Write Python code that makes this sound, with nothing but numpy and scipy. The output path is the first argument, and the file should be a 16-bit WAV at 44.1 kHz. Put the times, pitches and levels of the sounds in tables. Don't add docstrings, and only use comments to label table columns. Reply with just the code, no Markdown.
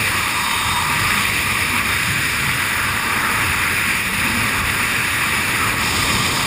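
import sys
import numpy as np
from scipy import signal
from scipy.fft import rfft, irfft, next_fast_len
from scipy.io import wavfile
from scipy.ndimage import uniform_filter1d, map_coordinates

SR = 44100
rng = np.random.default_rng(int(sys.argv[2]) if len(sys.argv) > 2 else 0)


def to_wav(sig):
    pcm = np.clip(np.atleast_2d(sig), -1, 1) * 32767
    pcm = np.round(pcm).astype(np.int16)
    wavfile.write(sys.argv[1], SR, pcm.T)


N = 284886
TIME = np.arange(N) / SR


def amp(db):
    return 10 ** (np.asarray(db) / 20)


def unit(x):
    return x / np.sqrt(np.mean(x ** 2) + 1e-20)


def curves(rows):
    times, *columns = np.transpose(rows)
    return [np.interp(TIME, times, column) for column in columns]


def ramp(start_s, length_s):
    return np.clip((TIME - start_s) / length_s, 0, 1)


def bumps(rows, half_s):
    return sum(height * np.cos(np.pi / 2 * np.clip((TIME - s) / half_s, -1, 1)) ** 2
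               for s, height in rows)


def wobble(rate, size=N):
    return unit(map_coordinates(rng.standard_normal(4096), [np.arange(size) * rate / SR], mode="wrap"))


def filtered(x, response):
    size = next_fast_len(N + 8192)
    return irfft(rfft(x, size) * response(np.fft.rfftfreq(size, 1 / SR)), size)[:N]


def colour(points):
    point_hz, db = np.transpose(points)
    return lambda hz: amp(np.interp(np.log(hz + 1), np.log(point_hz + 1), db))


def resonant(peaks):
    return lambda hz: np.sqrt(sum(amp(db) ** 2 / (1 + ((hz - centre) / width) ** 2) ** 3
                                  for centre, width, db in peaks))


def rush(response, patchy_db):
    spectrum = signal.stft(rng.standard_normal(N), nperseg=512)[2]
    patches = uniform_filter1d(rng.standard_normal(spectrum.shape), size=6, axis=0)
    patches = uniform_filter1d(patches, size=12, axis=1)
    noise = signal.istft(spectrum * amp(patchy_db * unit(patches)), nperseg=512)[1][:N]
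    return unit(filtered(noise, response))


# time in seconds, then relative level in dB for the large, middle and small hollow.
BLOWING = [(0.0, -29.5, -30.0, -21.5), (0.35, -25.5, -31, -24.0), (0.82, -24, -30.0, -24.5),
           (1.13, -25.5, -27.5, -20.5), (1.35, -29.5, -32.5, -21.5), (1.58, -28.5, -32.5, -21.0),
           (1.75, -27.5, -27.5, -22.0), (2.15, -33.5, -27.5, -23), (2.6, -30.5, -26.5, -22.0),
           (2.95, -26.5, -25.5, -25.5), (3.3, -25.5, -25.5, -23), (3.8, -32, -25.5, -21.0),
           (4.1, -30, -30, -21), (4.4, -28, -27, -22.5), (5.1, -30.0, -27.0, -22.0),
           (5.68, -27, -26.5, -22), (5.92, -26, -32, -22.5), (6.46, -26, -31, -24.5)]
# pitch in Hz, width in Hz, relative level in dB.
LARGE_HOLLOW = [(941.6, 119.7, -4.5), (1173.7, 169, 0)]
MIDDLE_HOLLOW = [(1387, 135, -1.1), (1641, 170, 0.93), (1873, 455, -2.33)]
SMALL_HOLLOW = [(1948.4, 169, -1.5), (2316.6, 265, -2), (2460.4, 270, -4.5), (2674, 271, -6)]

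def hollows():
    large_db, middle_db, small_db = curves(BLOWING)
    large = amp(large_db + 0.5) * rush(resonant(LARGE_HOLLOW), patchy_db=0.9272)
    middle = amp(middle_db + 1.3651) * rush(resonant(MIDDLE_HOLLOW), patchy_db=0.9272)
    small = amp(small_db - 0.0852) * rush(resonant(SMALL_HOLLOW), patchy_db=0.9272)
    return large + middle + small


# time in seconds, relative thud and rumble levels in dB.
BUFFET_LEVELS = [(0.0, -31.0, -32.5), (0.45, -37, -37), (1.2, -33, -35.0), (1.75, -32.0, -34.5),
                 (2.0, -32.5, -36.0), (2.7, -34.5, -36.5), (3.2, -33, -33), (3.6, -32.5, -35.0),
                 (4.1, -32.5, -36.5), (4.35, -29.5, -32.5), (5.1, -33.5, -35), (5.9, -29, -31.5),
                 (6.46, -30, -30)]
# time in seconds, extra thud in dB.
BIG_SWIRLS = [(.72, 6.5), (1.04, 5.5), (1.88, 4), (2.91, 5), (3.42, 2.5), (4.63, 3.5), (6.15, 4)]
# frequency in Hz, relative level in dB.
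THUD_TONE = [(15, -23.5), (30, -13.5), (60, -4), (95, 2.5), (125, -2), (170, -13), (300, -19), (800, -66)]
RUMBLE_TONE = [(60, -15), (140, -2.5), (215, 1.5), (300, -3), (450, -6.5), (650, -10.5), (850, -11.5),
               (1500, -46), (4000, -54.5)]

def buffeting():
    thud_db, rumble_db = curves(BUFFET_LEVELS)
    thump_db = bumps(BIG_SWIRLS, half_s=0.113)
    thud = amp(thud_db + thump_db + 0.5) * rush(colour(THUD_TONE), patchy_db=0.5)
    rumble = amp(rumble_db + 3) * rush(colour(RUMBLE_TONE), patchy_db=0.5)
    return thud + rumble


# time in seconds, relative level in dB.
HISS_LEVELS = [(0, -30.5), (.75, -30), (.9, -31.5), (1.1, -29.5), (1.75, -32), (2.3, -31), (2.8, -33),
               (3.6, -32.5), (4.9, -32), (5.7, -31.5)]
# pitch in Hz, width in Hz, relative level in dB.
SLIT_PEAKS = [(3126, 229, 0.5), (3634, 385, 2.5), (4721, 680, -2.5), (5105, 430, -3.5), (6961, 550, -4.5),
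              (7337, 853, -10), (8330, 265, -5), (8725, 655, -9)]
# frequency in Hz, relative level in dB.
FIZZ_TONE = [(3000, -17), (8900, -11), (9200, 0), (9550, 6), (9850, 2), (10050, 3.5), (10450, -4),
             (10850, -2.5), (13050, -16.5), (13450, -2.5), (13950, 1.5), (14450, -1.5), (14850, -0.5),
             (15300, -21.5)]

def hiss():
    hiss_db, = curves(HISS_LEVELS)
    slits = amp(hiss_db + 3 + 0.25 * wobble(220)) * rush(resonant(SLIT_PEAKS), patchy_db=0.8461)
    small_db = curves(BLOWING)[-1]
    fizz_db = -30.5 + 0.45 * (small_db - small_db.mean())
    fizz = amp(fizz_db + 0.56 * wobble(70)) * rush(colour(FIZZ_TONE), patchy_db=0.5)
    return slits + fizz


# time in seconds, dip in dB.
AIR_LULLS = [(1.325, 2), (1.83, 2.5), (4.035, 4), (4.11, 3), (4.63, 3), (5.76, 2.5)]

def gusts():
    return amp(0.321 * wobble(35) + 0.557 * wobble(250) - bumps(AIR_LULLS, half_s=0.0424))


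def flutter(centre_hz, width_hz):
    size = len(centre_hz)
    pitch_hz = centre_hz + width_hz / 2 * wobble(2 * width_hz, size)
    phase = 2 * np.pi * np.cumsum(pitch_hz) / SR
    strength = amp(2.82 * wobble(width_hz, size))
    return unit(strength * np.sin(phase))


# middle time in seconds, half length in seconds,
# first pitch in Hz, last pitch in Hz, width in Hz, level at the middle in dB.
MOANS_AND_HOWLS = [(0.469, 0.324, 942.7, 948, 80.77, -33), (.81, 0.27, 949.3, 954, 54.88, -26),
                   (.94, 0.161, 160.6, 130.3, 24.86, -30.5), (1.2, 0.145, 215.5, 203.7, 30.1, -33),
                   (1.721, 0.078, 227, 245, 23.9, -30.5), (2.12, 0.223, 150.6, 129.3, 41.1, -27.5),
                   (2.49, 0.1535, 119.6, 145.8, 40.97, -28), (3.25, 0.1015, 1450, 1250, 140.3, -25),
                   (3.43, 0.12, 59.75, 99.4, 22.07, -30), (4.14, 0.324, 164.8, 240.3, 30.25, -30.5),
                   (4.381, 0.1982, 249.7, 185.2, 35, -26.5), (4.609, 0.062, 1250, 1082, 151.5, -24.5),
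                   (5.624, .07, 1455, 1096, 120.2, -26)]

def vortices():
    out = np.zeros(N + SR)
    for middle_s, half_s, first_hz, last_hz, width_hz, db in MOANS_AND_HOWLS:
        size = round(2 * half_s * SR)
        start = max(0, round((middle_s - half_s) * SR))
        tone = flutter(np.linspace(first_hz, last_hz, size), width_hz)
        out[start:start + size] += amp(db) * np.hanning(size) * tone
    return out[:N]


# pitch in Hz, relative level in dB.
GAP_NOTES = [(3694, 4), (8306, -4.5)]
# start in seconds, break-off in seconds, level at break-off in dB,
# share of clean tone from 0 (all breathy) to 1 (all clean).
GAP_WHISTLES = [(.3, 0.791, -28.5, 1), (1.85, 1.97, -33.5, .35)]

def whistle():
    swell_db, fade_s = 5.5, 0.059
    drift_hz = 3.5 * wobble(25)
    clean = unit(sum(amp(db) * np.sin(2 * np.pi * np.cumsum(hz + drift_hz) / SR)
                     for hz, db in GAP_NOTES))
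    breathy = rush(resonant([(hz, 110, db) for hz, db in GAP_NOTES]), patchy_db=1)
    out = np.zeros(N)
    for start, end, db, clean_share in GAP_WHISTLES:
        swell = amp(db - swell_db * (1 - ramp(start, end - start)))
        on_off = ramp(start, fade_s) - ramp(end, fade_s)
        out += on_off * swell * (np.sqrt(clean_share) * clean + np.sqrt(1 - clean_share) * breathy)
    return out


# frequency in Hz, change in dB.
MIST_TONE = [(3000, -0.5), (4000, -2), (5000, 1), (7200, -0.5), (8500, -1.5), (9500, -6.5)]

def cloud():
    thinning_db = 10 * np.maximum(TIME - 6.31, 0)
    level = ramp(start_s=5.76, length_s=0.122) * amp(-25.5 - thinning_db + 0.69 * wobble(120))
    misty_slits = lambda hz: resonant(SLIT_PEAKS)(hz) * colour(MIST_TONE)(hz)
    return level * rush(misty_slits, patchy_db=0.5)


def scene():
    gust = gusts()
    return (buffeting() + gust * (hollows() + hiss() + cloud()) + vortices() + whistle())[None]


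# frequency in Hz, width in Hz, change in dB.
TREBLE_GAPS = [(6043, 145, -25), (11858, 663.4, -68)]

def record(dry):
    top_hz = 15400
    dips_db = lambda hz: sum(db * np.exp(-((hz - centre) / width) ** 4)
                             for centre, width, db in TREBLE_GAPS)
    return filtered(dry[0], lambda hz: amp(dips_db(hz)) * (hz < top_hz))[None]


dry = scene()
out = record(dry)
to_wav(out)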